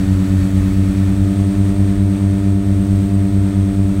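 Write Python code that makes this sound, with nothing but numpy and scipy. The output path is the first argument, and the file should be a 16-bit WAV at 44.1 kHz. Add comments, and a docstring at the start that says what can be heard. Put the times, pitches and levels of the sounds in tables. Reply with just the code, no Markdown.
"""Two propellers drone, heard in the cockpit of a turboprop seaplane flying low over water.
Each blade sends a suction pulse through the hull. The propellers speed up a little and settle,
slightly out of step, so the drone throbs four to five times a second.
Under them buffeting makes the hull rumble; above them air rushes past, easing off, and the
turbines whine."""
import sys
import numpy as np
from scipy import signal
from scipy.fft import rfft, irfft
from scipy.io import wavfile

SR = 44100
rng = np.random.default_rng(int(sys.argv[2]) if len(sys.argv) > 2 else 0)


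def transcribe(u):
    """Save the signal u as a 16-bit wav file named by the first command-line argument.

    u: samples, shape (n,) or (channels, n), limited to [-1, 1]; the rate is SR.
    q: integer samples, one column per channel.
    """
    v = np.clip(np.atleast_2d(u).T, -1, 1)
    q = np.round(v * 32767).astype(np.int16)
    wavfile.write(sys.argv[1], SR, q)


N = 176400


def undb(db):
    """Decibels to gain."""
    return 10 ** (np.asarray(db) / 20)


def unit_rms(x):
    """Scale to rms 1."""
    return x / np.sqrt(np.mean(x ** 2))


def curve(table, column=1):
    """One table column, interpolated linearly in time."""
    rows = np.array(table, float)
    return np.interp(np.arange(N) / SR, rows[:, 0], rows[:, column])


def wander(per_s):
    """Smooth random signal, rms 1, changing about per_s times a second."""
    hz = np.arange(N // 2 + 1) * SR / N
    lowpass = np.exp(-(2 * hz / per_s) ** 2) * (hz > 0)
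    return unit_rms(irfft(rfft(rng.standard_normal(N)) * lowpass, N))


def coloured_noise(spectrum):
    """Noise, rms 1, shaped by (Hz, dB) points."""
    points_hz, points_db = np.array(spectrum, float).T
    hz = np.maximum(np.arange(N // 2 + 1) * SR / N, 1)
    gain = undb(np.interp(np.log(hz), np.log(points_hz), points_db))
    return unit_rms(irfft(rfft(rng.standard_normal(N)) * gain, N))


def noise_band(centre_hz, width_hz):
    """Narrow noise band, rms 1; the centre may move."""
    phase = 2 * np.pi * np.cumsum(centre_hz * np.ones(N)) / SR
    return wander(2 * width_hz) * np.cos(phase) + wander(2 * width_hz) * np.sin(phase)


def blade_passes(rate_hz, in_step_s=0.109):
    """Running count of blade passes, zero at in_step_s for both propellers."""
    passes = np.cumsum(rate_hz) / SR
    return passes - np.interp(in_step_s * SR, np.arange(N), passes)


# Blade-pass rates. Each row: time in seconds, near propeller in Hz, far propeller in Hz.
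BLADE_RATES = [(0.0, 95.44, 91.08), (0.6, 96.23, 91.83), (1.0, 97.19, 92.41), (1.35, 98.47, 93.32),
               (1.7, 98.99, 94.08), (2.3, 98.66, 94.37), (3.2, 98.58, 94.01), (4.0, 98.18, 93.44)]
# Blade harmonics in the cabin. Each row: multiple, near level in dB, far level in dB,
# gain in dB per Hz of near blade rate above cruise.
BLADE_HARMONICS = [(1, -17, -22, 0.3), (2, -19.6, -24.5, -0.1), (3, -22.5, -38.5, -0.23),
                   (4, -37.5, -40, 1.2), (5, -46, -52.5, .5), (6, -42, -53.5, 0.9), (7, -43, -60, 2.1),
                   (8, -65, -65, 1.5), (9, -56.5, -73, 1), (10, -58.5, -57, 2.5)]
NEAR, FAR = 1, 2  # columns of both tables
CRUISE_HZ, FLUTTER_PER_S, JITTER_PASSES = 98.5, 27, 0.0022


def propeller(side, fundamental_lag_s):
    """Blade suction pulses cross the hull; cabin gain shifts with speed, and turbulence shakes it."""
    rate_hz = curve(BLADE_RATES, side)
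    passes = blade_passes(rate_hz) + JITTER_PASSES * wander(FLUTTER_PER_S)
    overspeed_hz = curve(BLADE_RATES, NEAR) - CRUISE_HZ
    drone = 0
    for row in BLADE_HARMONICS:
        multiple, cruise_db, db_per_hz = round(row[0]), row[side], row[-1]
        flutter_db = 0.95 if multiple * CRUISE_HZ > 350 else 0.47
        level_db = cruise_db + db_per_hz * overspeed_hz + flutter_db * wander(FLUTTER_PER_S)
        cycles = multiple * passes
        if multiple == 1:
            cycles -= fundamental_lag_s * rate_hz
        drone -= np.sqrt(2) * undb(level_db) * np.cos(2 * np.pi * cycles)
    return drone


# Rumble spectrum. Each row: frequency in Hz, relative density in dB.
RUMBLE_SPECTRUM = [(15, -42), (23, -23), (31, -15), (42, -3), (63, 0), (85, -5.5), (125, -10.5),
                   (165, -15.5), (225, -21.5), (280, -15.5), (340, -25.5), (440, -34), (800, -55.5)]
# Rumble envelope. 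Each row: time in seconds, level in dB.
RUMBLE_ENVELOPE = [(0, -23), (.7, -22), (1.3, -25), (2.2, -26), (4, -25)]


def hull_rumble(swell_db=1.1):
    """Buffeting shakes the hull into a low, uneven rumble."""
    return coloured_noise(RUMBLE_SPECTRUM) * undb(curve(RUMBLE_ENVELOPE) + swell_db * wander(3.4))


# Air rush spectrum. Each row: frequency in Hz, relative density in dB.
AIR_SPECTRUM = [(200, -1.5), (450, 1), (680, 4), (800, -1), (1000, -1), (1100, -1), (1300, 0.5), (1600, -3),
                (1850, -2.5), (2400, -4.5), (2850, -8.5), (3600, -7), (4350, -11.5), (4900, -14.5),
                (5600, -12.5), (7200, -13.5), (9000, -12.5), (9800, -15), (10400, -21.5), (11200, -20.5),
                (13500, -24.5), (15800, -22.5)]
# Air rush envelope. Each row: time in seconds, level in dB.
AIR_ENVELOPE = [(0, -36.5), (.5, -36.5), (1.3, -37), (2.1, -39.5), (4, -39)]


def air_rush(swell_db=0.62, chop_depth=0.068):
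    """Slipstream and engine rush, lightly chopped by the near propeller."""
    rush = coloured_noise(AIR_SPECTRUM)
    chop = 1 + chop_depth * np.cos(2 * np.pi * blade_passes(curve(BLADE_RATES, NEAR)))
    level_db = curve(AIR_ENVELOPE) + swell_db * wander(18)
    return rush * chop * undb(level_db)


# Rings in the rush. Each row: centre in Hz, width in Hz, initial level in dB, slope in dB per second.
AIR_RINGS = [(1270, 65, -56.5, 0), (1818, 66, -51.5, -2.5), (2590, 30, -57, -3.5), (4500, 160, -55.5, -2.5),
             (10900, 350, -64, -1.5)]


def air_rings():
    """Faint narrow bands ring in the rushing air; most fade slowly."""
    time_s = np.arange(N) / SR
    return sum(noise_band(centre_hz, width_hz) * undb(initial_db + db_per_s * time_s)
               for centre_hz, width_hz, initial_db, db_per_s in AIR_RINGS)


# Turbine hiss band and two tones. Each row: time in seconds, frequency in Hz, level in dB.
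TURBINE_HISS = [(0, 7930, -54), (.4, 8020, -55), (1, 8130, -51), (1.45, 8220, -52), (2, 8250, -50),
                (2.5, 8240, -52.5), (3, 8230, -50), (4, 8240, -52)]
TURBINE_LOW_TONE = [(0, 7840, -56), (.35, 7810, -55), (.6, 7870, -68), (1.1, 7990, -64), (1.38, 8130, -51),
                    (2.05, 8125, -55), (2.2, 8215, -56), (2.65, 8195, -64), (3.1, 8172, -59),
                    (3.5, 8168, -61), (4, 8168, -53)]
TURBINE_HIGH_TONE = [(0, 8030, -52), (.3, 8100, -62), (.5, 8110, -58), (1, 8230, -61), (1.25, 8350, -59),
                     (1.65, 8500, -60), (2, 8370, -60), (2.5, 8360, -63), (2.95, 8357, -51),
                     (3.5, 8350, -65), (4, 8340, -63)]


def turbine_whine(waver_hz=7.7, fade_db=2.5):
    """Two wavering turbine tones fade in and out within a narrow band of hiss."""
    whine = noise_band(curve(TURBINE_HISS), width_hz=260) * undb(curve(TURBINE_HISS, column=2))
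    for tone in (TURBINE_LOW_TONE, TURBINE_HIGH_TONE):
        pitch_hz = curve(tone) + waver_hz * wander(59)
        level_db = curve(tone, column=2) + fade_db * wander(16)
        phase = 2 * np.pi * np.cumsum(pitch_hz) / SR
        whine += np.sqrt(2) * undb(level_db) * np.sin(phase)
    return whine


def scene():
    """Propellers, hull, air and turbines, in mono."""
    lag_s = 0.00075  # a cabin standing wave delays the near fundamental and advances the far one
    drone = propeller(NEAR, lag_s) + propeller(FAR, -lag_s)
    return (drone + hull_rumble() + air_rush() + air_rings() + turbine_whine())[None]


def record(dry):
    """A steep low-pass cuts the top treble."""
    cutoff_hz = 15750
    return signal.sosfilt(signal.ellip(10, .1, 80, cutoff_hz, fs=SR, output="sos"), dry)


dry = scene()
out = record(dry)
transcribe(out)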